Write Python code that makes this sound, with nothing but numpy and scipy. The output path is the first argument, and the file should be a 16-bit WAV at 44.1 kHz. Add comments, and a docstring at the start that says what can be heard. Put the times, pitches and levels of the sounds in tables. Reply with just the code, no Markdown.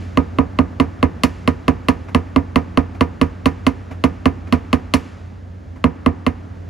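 """A machine hums in a faintly ringing workshop; then, close to the phone's microphones, a hammer taps
a plastic-tipped punch against a dent in a car's body panel. Each blow cracks, drums the sheet metal
and booms the hollow behind it, and the shop answers faintly. Between runs the tip is set down softly.
The phone's limiter flattens the blows."""
import sys
import numpy as np
from scipy import signal
from scipy.fft import rfft, irfft, next_fast_len
from scipy.io import wavfile
from scipy.ndimage import uniform_filter1d, minimum_filter1d

SR = 44100
rng = np.random.default_rng(int(sys.argv[2]) if len(sys.argv) > 2 else 0)


def generate_wav(signal):
    """Clip the signal to [-1, 1] and save it as 16-bit WAV at the path in sys.argv[1]."""
    frames = np.transpose(np.atleast_2d(signal))
    scaled = np.clip(frames, -1, 1) * 32767
    pcm = np.round(scaled).astype(np.int16)
    wavfile.write(sys.argv[1], SR, pcm)


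N = 295029
TIME = np.arange(N) / SR


def undb(db):
    return 10 ** (np.asarray(db) / 20)


def pan(db):
    """Left and right gains for a left-minus-right level."""
    return undb(np.array([[db], [-db]]) / 2)


def gains(points, size):
    """Gain at each bin of a transform, from (f/Hz, level/dB) points on a log-frequency axis."""
    hz, db = np.transpose(points)[:2]
    log_f = np.log(np.fft.rfftfreq(size, 1 / SR) + 1)
    return undb(np.interp(log_f, np.log(hz), db))


def causal(gain):
    """Minimum-phase spectrum with these gains: nothing sounds before the blow."""
    cepstrum = irfft(np.log(gain))
    half = len(cepstrum) // 2
    cepstrum[1:half] *= 2
    cepstrum[half + 1:] = 0
    return np.exp(rfft(cepstrum))


def noise(points):
    """Steady noise with a spectrum of (f/Hz, level/dB) points."""
    size = next_fast_len(N + N % 2, True)
    return irfft(rfft(rng.standard_normal(size)) * gains(points, size), size)[:N]


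def tail(bands, size, wide_hz, width):
    """Stereo noise dying away at each band's own rate; the sides differ most around wide_hz."""
    hz, _, t60s = np.transpose(bands)
    log_f = np.log(np.fft.rfftfreq(size, 1 / SR) + 1)
    spread = width * np.exp(-((log_f - np.log(wide_hz)) / 0.84) ** 2)
    mid, side = rfft(rng.standard_normal((2, size)))
    stereo = (mid + np.array([[1], [-1]]) * spread * side) / np.sqrt(1 + spread ** 2)
    spectrum = stereo * gains(bands, size)
    out = 0
    for share, t60 in zip(np.eye(len(hz)), t60s):
        band = irfft(spectrum * np.interp(log_f, np.log(hz), share), size)
        out = out + band * np.exp(-np.log(1000) * TIME[:size] / t60)
    return out


def add(track, s, sound):
    """Lay a sound into a track at s seconds."""
    i = int(s * SR)
    track[..., i:i + sound.shape[-1]] += sound[..., :N - i]


def through(x, response):
    return signal.fftconvolve(np.atleast_2d(x), response, axes=-1)[:, :N]


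def machine(hum_hz=89.2, waver_rad=0.35, air_db=-13):
    """Room tone: a machine's wavering hum in a rush of moving air, both swelling and sinking a little."""
    # air and machine noise common to both microphones, and differing between them: f/Hz, level/dB
    air_mid = [(22, -46), (55, 1), (100, 1.5), (140, -10), (250, -7), (350, -17), (650, -20), (1100, -33),
               (1700, -28), (2500, -37), (4000, -42.5), (7500, -48.5), (10000, -55.5), (15000, -68)]
    air_side = [(22, -45), (70, -38), (250, -9.5), (400, -17), (700, -28), (1300, -25.5), (2400, -49),
                (4400, -83), (15000, -61)]
    # drift of the room tone: t/s, level/dB
    drift = [(0, 2.5), (2.5, 1), (4.6, 0.5), (5.4, -2.5), (6.3, -0.5), (6.6, 0.5)]
    waver = noise([(1, -4), (4, -1), (12, -31), (40, -120)])
    phase = 2 * np.pi * hum_hz * TIME + waver_rad * waver / waver.std()
    hum = np.sqrt(2) * (undb(-35.5) * np.sin(phase) + undb(-50) * np.sin(2 * phase))
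    air = noise(air_mid) + np.array([[1], [-1]]) * noise(air_side)
    swell = undb(np.interp(TIME, *np.transpose(drift)))
    return pan(db=-1.5) * (hum + undb(air_db) * air) * swell


def shop_answer(pushes, level_db=-20, build_s=0.004, early_s=0.1):
    """The walls answer each blow a moment later; at first they still ring from one early_s before."""
    # the workshop's reverberation: f/Hz, level/dB, t60/s
    bands = [(60, -26, 1.2), (252, 6.5, 1.25), (407, -7.5, 1.4), (605, -9, 1.7), (1110, -8, 2.02),
             (1670, -15, 1.37), (2570, -19, 1.16), (3900, -34, 1.46), (7460, -36, 1.33),
             (15000, -46.5, 0.36)]
    room = tail(bands, size=65536, wide_hz=650, width=1.0)
    room *= 1 - np.exp(-TIME[:room.shape[1]] / build_s)
    early_blow = contact(strength_db=0.5, hardness_db=12)
    out = through(pushes, room)
    add(out, 0, through(early_blow, room)[:, int(early_s * SR):])
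    return undb(level_db) * out


def contact(strength_db, hardness_db):
    """The push of one blow: a harder contact trades drum for treble."""
    # spectrum of the push: f/Hz, level of a usual blow/dB, gain per hardness/(dB/dB)
    spectrum = [(300, 1.07, -0.17), (1070, -1.6, -0.07), (1700, 1.5, 0.22), (2700, 0.5, .5),
                (4400, 1, 0.89), (6860, -3.5, 1)]
    points = [(hz, db + strength_db + slope * hardness_db) for hz, db, slope in spectrum]
    return irfft(causal(gains(points, size=256)))[None]


def crack(size, db=29, travel_s=0.001196):
    """Bending waves run faster the higher they are, so the crack sweeps downward."""
    # the first crack of the sheet metal: f/Hz, level/dB
    spectrum = [(100, -15.5), (350, -5), (550, -1), (800, -20.5), (1150, -7.5), (1520, -21.5), (2000, -9.5),
                (2330, -16.5), (2750, -8), (3500, -24), (4300, -19.5), (4900, -35), (10000, -40.5),
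                (15500, -37)]
    f = np.fft.rfftfreq(size, 1 / SR)
    sweep = np.exp(-4j * np.pi * travel_s * np.sqrt(1000 * f))  # 1 kHz arrives after travel_s
    chirp = irfft(causal(gains(spectrum, size)) * sweep)
    return undb(db) * chirp * (np.arange(size) < size // 2)


def swing(size, hz, peak_s, steep, db, pan_db):
    """A heavily damped resonance that swells, swings for a few cycles and is gone."""
    t = TIME[:size]
    swell = (t / peak_s * np.exp(1 - t / peak_s)) ** steep
    return -undb(db) * pan(pan_db) * swell * np.cos(2 * np.pi * hz * (t - peak_s))


def shimmer(size, build_s=0.00035):
    """A dense ring builds up as the waves return from the panel's edges."""
    # the panel's countless weaker modes, in bands: f/Hz, level/dB, t60/s
    bands = [(100, -40, .15), (394, -5.5, 0.19), (1080, -7.5, 0.13), (1720, -10, 0.11), (2470, -12.5, 0.11),
             (3930, -27.5, 0.098), (6400, -29.5, 0.11), (15500, -46, 0.17)]
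    return tail(bands, size, wide_hz=595, width=0.33) * (1 - np.exp(-TIME[:size] / build_s))


def panel_ring(size, detune=0.0052, scatter_db=1.73):
    """The sheet metal drums in modes of alternating sign; each blow lands a little differently."""
    # panel modes at the microphones: f/Hz, level/dB, t60/s, left minus right/dB, left phase lead/rad
    modes = [(66.5,-21.5,0.18,-18.5,0.2), (86.2,-15.5,0.16,-4.5,1.05), (160.2,-18,0.18,-9,.5),
             (184.8,-34,0.33,4,-3.5), (202.4,-12.5,0.085,0.5,-1.03), (243.9,-5,0.093,-11.5,-0.13),
             (273.2,-7,.12,-11.5,0), (318,-17.5,0.09,-8.5,-2), (335,-25,0.18,-10,1.24),
             (386.1,-30,0.22,3.5,0.9), (440,-23,0.18,-3,-0.5), (471.8,-19.5,0.18,-10,-2),
             (510.7,-21,0.099,-16.5,5), (560.6,-34.5,0.19,-10,4.5), (611,-19,0.064,13.5,0),
             (689,-21,0.13,6,1), (748.4,-24.5,0.16,-11,2), (800,-12.5,0.073,0,3), (922,-27.5,0.11,16.5,1.5),
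             (981,-17,0.12,1.5,-0.5), (1042,-26,0.09,20,-1.2), (1156.4,-26.5,0.14,-9.5,4),
             (1234,-21.5,0.13,-6,.5), (1723,-36.5,0.077,26.5,-1.5), (1836,-32,0.15,1,4.5),
             (2109,-24,0.069,-2,-0.4), (2256,-28,0.051,8,-1), (2780,-47,0.056,5,-1),
             (2936,-28,0.046,-1,4.5)]
    chance = rng.standard_normal((len(modes), 2))
    out = 0
    for k, (hz, db, t60, pan_db, lead) in enumerate(modes):
        pitch, level = chance[k]
        ring = np.exp((2j * np.pi * hz * (1 + detune * pitch) - np.log(1000) / t60) * TIME[:size])
        stereo = pan(pan_db) * (np.exp(1j * np.array([[lead], [0]])) * ring).imag
        out = out + (-1) ** k * undb(db + scatter_db * level) * stereo
    return out


def punch_ring(size, detune=0.0016, scatter_db=3.0):
    """The hand damps the tools' ping quickly, and its grip shifts between blows."""
    # modes of the hammer and punch: f/Hz, level/dB, t60/s
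    modes = [(3770, -34.5, 0.044), (4340, -36.5, 0.047), (4460, -60, 0.035), (5240, -42, 0.031),
             (6250, -58, .05), (8790, -29.5, 0.038), (9140, -35, 0.037)]
    t, out = TIME[:size], 0
    for hz, db, t60 in modes:
        pitch, level = rng.standard_normal(2)
        ping = np.sin(2 * np.pi * hz * (1 + detune * pitch) * t) * np.exp(-np.log(1000) * t / t60)
        out = out + undb(db + scatter_db * level) * ping
    return out


def sizzle(size, db=-25, t60=0.052):
    """A short treble fizz follows the contact, different on every blow."""
    bands = [(2000, -33, t60), (4660, 1.5, t60), (9850, -0.5, t60), (15300, -11.0, t60)]
    return undb(db) * tail(bands, size, wide_hz=600, width=0)


def hammering(size=12288, alike_shimmer_db=-4, fresh_shimmer_db=-6):
    """Every blow sounds the same panel, close up, and the same shop around it."""
    # hammer blows, relative to a usual one: t/s, strength/dB, hardness as extra treble/dB
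    taps = [(0.173, 0.5, -4.5), (0.3857, 0, -8), (0.5881, -0.2, -5.5), (0.7994, 0.5, -1),
            (1.028, 0.5, -4.5), (1.2352, -0.2, 10.5), (1.476, -0.9, 1), (1.6806, 0.3, -1.5),
            (1.8848, 0, 3.5), (2.1473, 0.4, 0), (2.361, -0.5, -5), (2.5584, 1.4, -1.5), (2.7735, .3, -3),
            (3.0087, 0.2, -1.3), (3.2134, -0.6, 1.5), (3.4576, 0.2, 3), (3.6664, -1.3, 3.5),
            (4.0388, .3, 1.5), (4.2564, -0.5, -1), (4.525, .5, 2), (4.7294, -0.8, 2.5), (4.9378, .6, 11),
            (5.841, 0.5, -4.5), (6.0615, -0.2, -7), (6.2651, -3.5, 0)]
    # the metal right under the tip knocks; the hollow behind the panel booms late
    knock = swing(size, hz=1125, peak_s=0.0017, steep=1.77, db=-5, pan_db=-3)
    boom = swing(size, hz=77.4, peak_s=0.02093, steep=3.8, db=-13.5, pan_db=-9.5)
    alike = crack(size) + knock + boom + undb(alike_shimmer_db) * shimmer(size)
    direct, pushes = np.zeros((2, N)), np.zeros((1, N))
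    for s, strength_db, hardness_db in taps:
        push = contact(strength_db, hardness_db)
        rings = panel_ring(size) + punch_ring(size)
        fresh = rings + undb(fresh_shimmer_db) * shimmer(size) + sizzle(size)
        add(direct, s, through(push, alike + fresh))
        add(pushes, s, push)
    return direct + shop_answer(pushes)


def tip_touches(size=8192, ring_db=-7, scuff_db=6):
    """The plastic tip lands lightly: a dull scuff with little ring."""
    # the tip meets the paint: t/s, level/dB
    touches = [(2.083, -21.5), (2.945, -24.5), (3.909, -18.5), (4.47, -23.5), (5.758, -29)]
    out = np.zeros((2, N))
    for s, db in touches:
        scuff = undb(scuff_db) * shimmer(size, build_s=0.004)
        ring = undb(ring_db) * panel_ring(size)
        add(out, s, undb(db) * (scuff + ring))
    return out


def treble_lag(x, above_hz=6600, lag_s=0.00026):
    """The phone's stereo pickup delays the highest treble of one side."""
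    size = next_fast_len(N, True)
    f = np.fft.rfftfreq(size, 1 / SR)
    delay = np.exp(-2j * np.pi * lag_s * np.maximum(f - above_hz, 0))
    return irfft(rfft(x, size) * delay, size)[:N]


def scene():
    """Dent work in the foreground, over the workshop's room tone."""
    return hammering() + tip_touches() + machine()


def record(dry, ceiling=0.91, limiter_s=0.0025, top_hz=15900):
    """The phone by the panel: the left treble lags, a fast limiter ducks both sides, the top is cut."""
    heard = np.array([treble_lag(dry[0]), dry[1]])
    window = int(limiter_s * SR)
    peak = np.abs(heard).max(axis=0)
    needed = np.minimum(1, ceiling / (peak + 1e-9))
    gain = uniform_filter1d(minimum_filter1d(needed, window), window)
    top_cut = signal.ellip(8, 0.2, 70, top_hz, fs=SR, output="sos")
    return signal.sosfilt(top_cut, heard * gain)


dry = scene()
out = record(dry)
generate_wav(out)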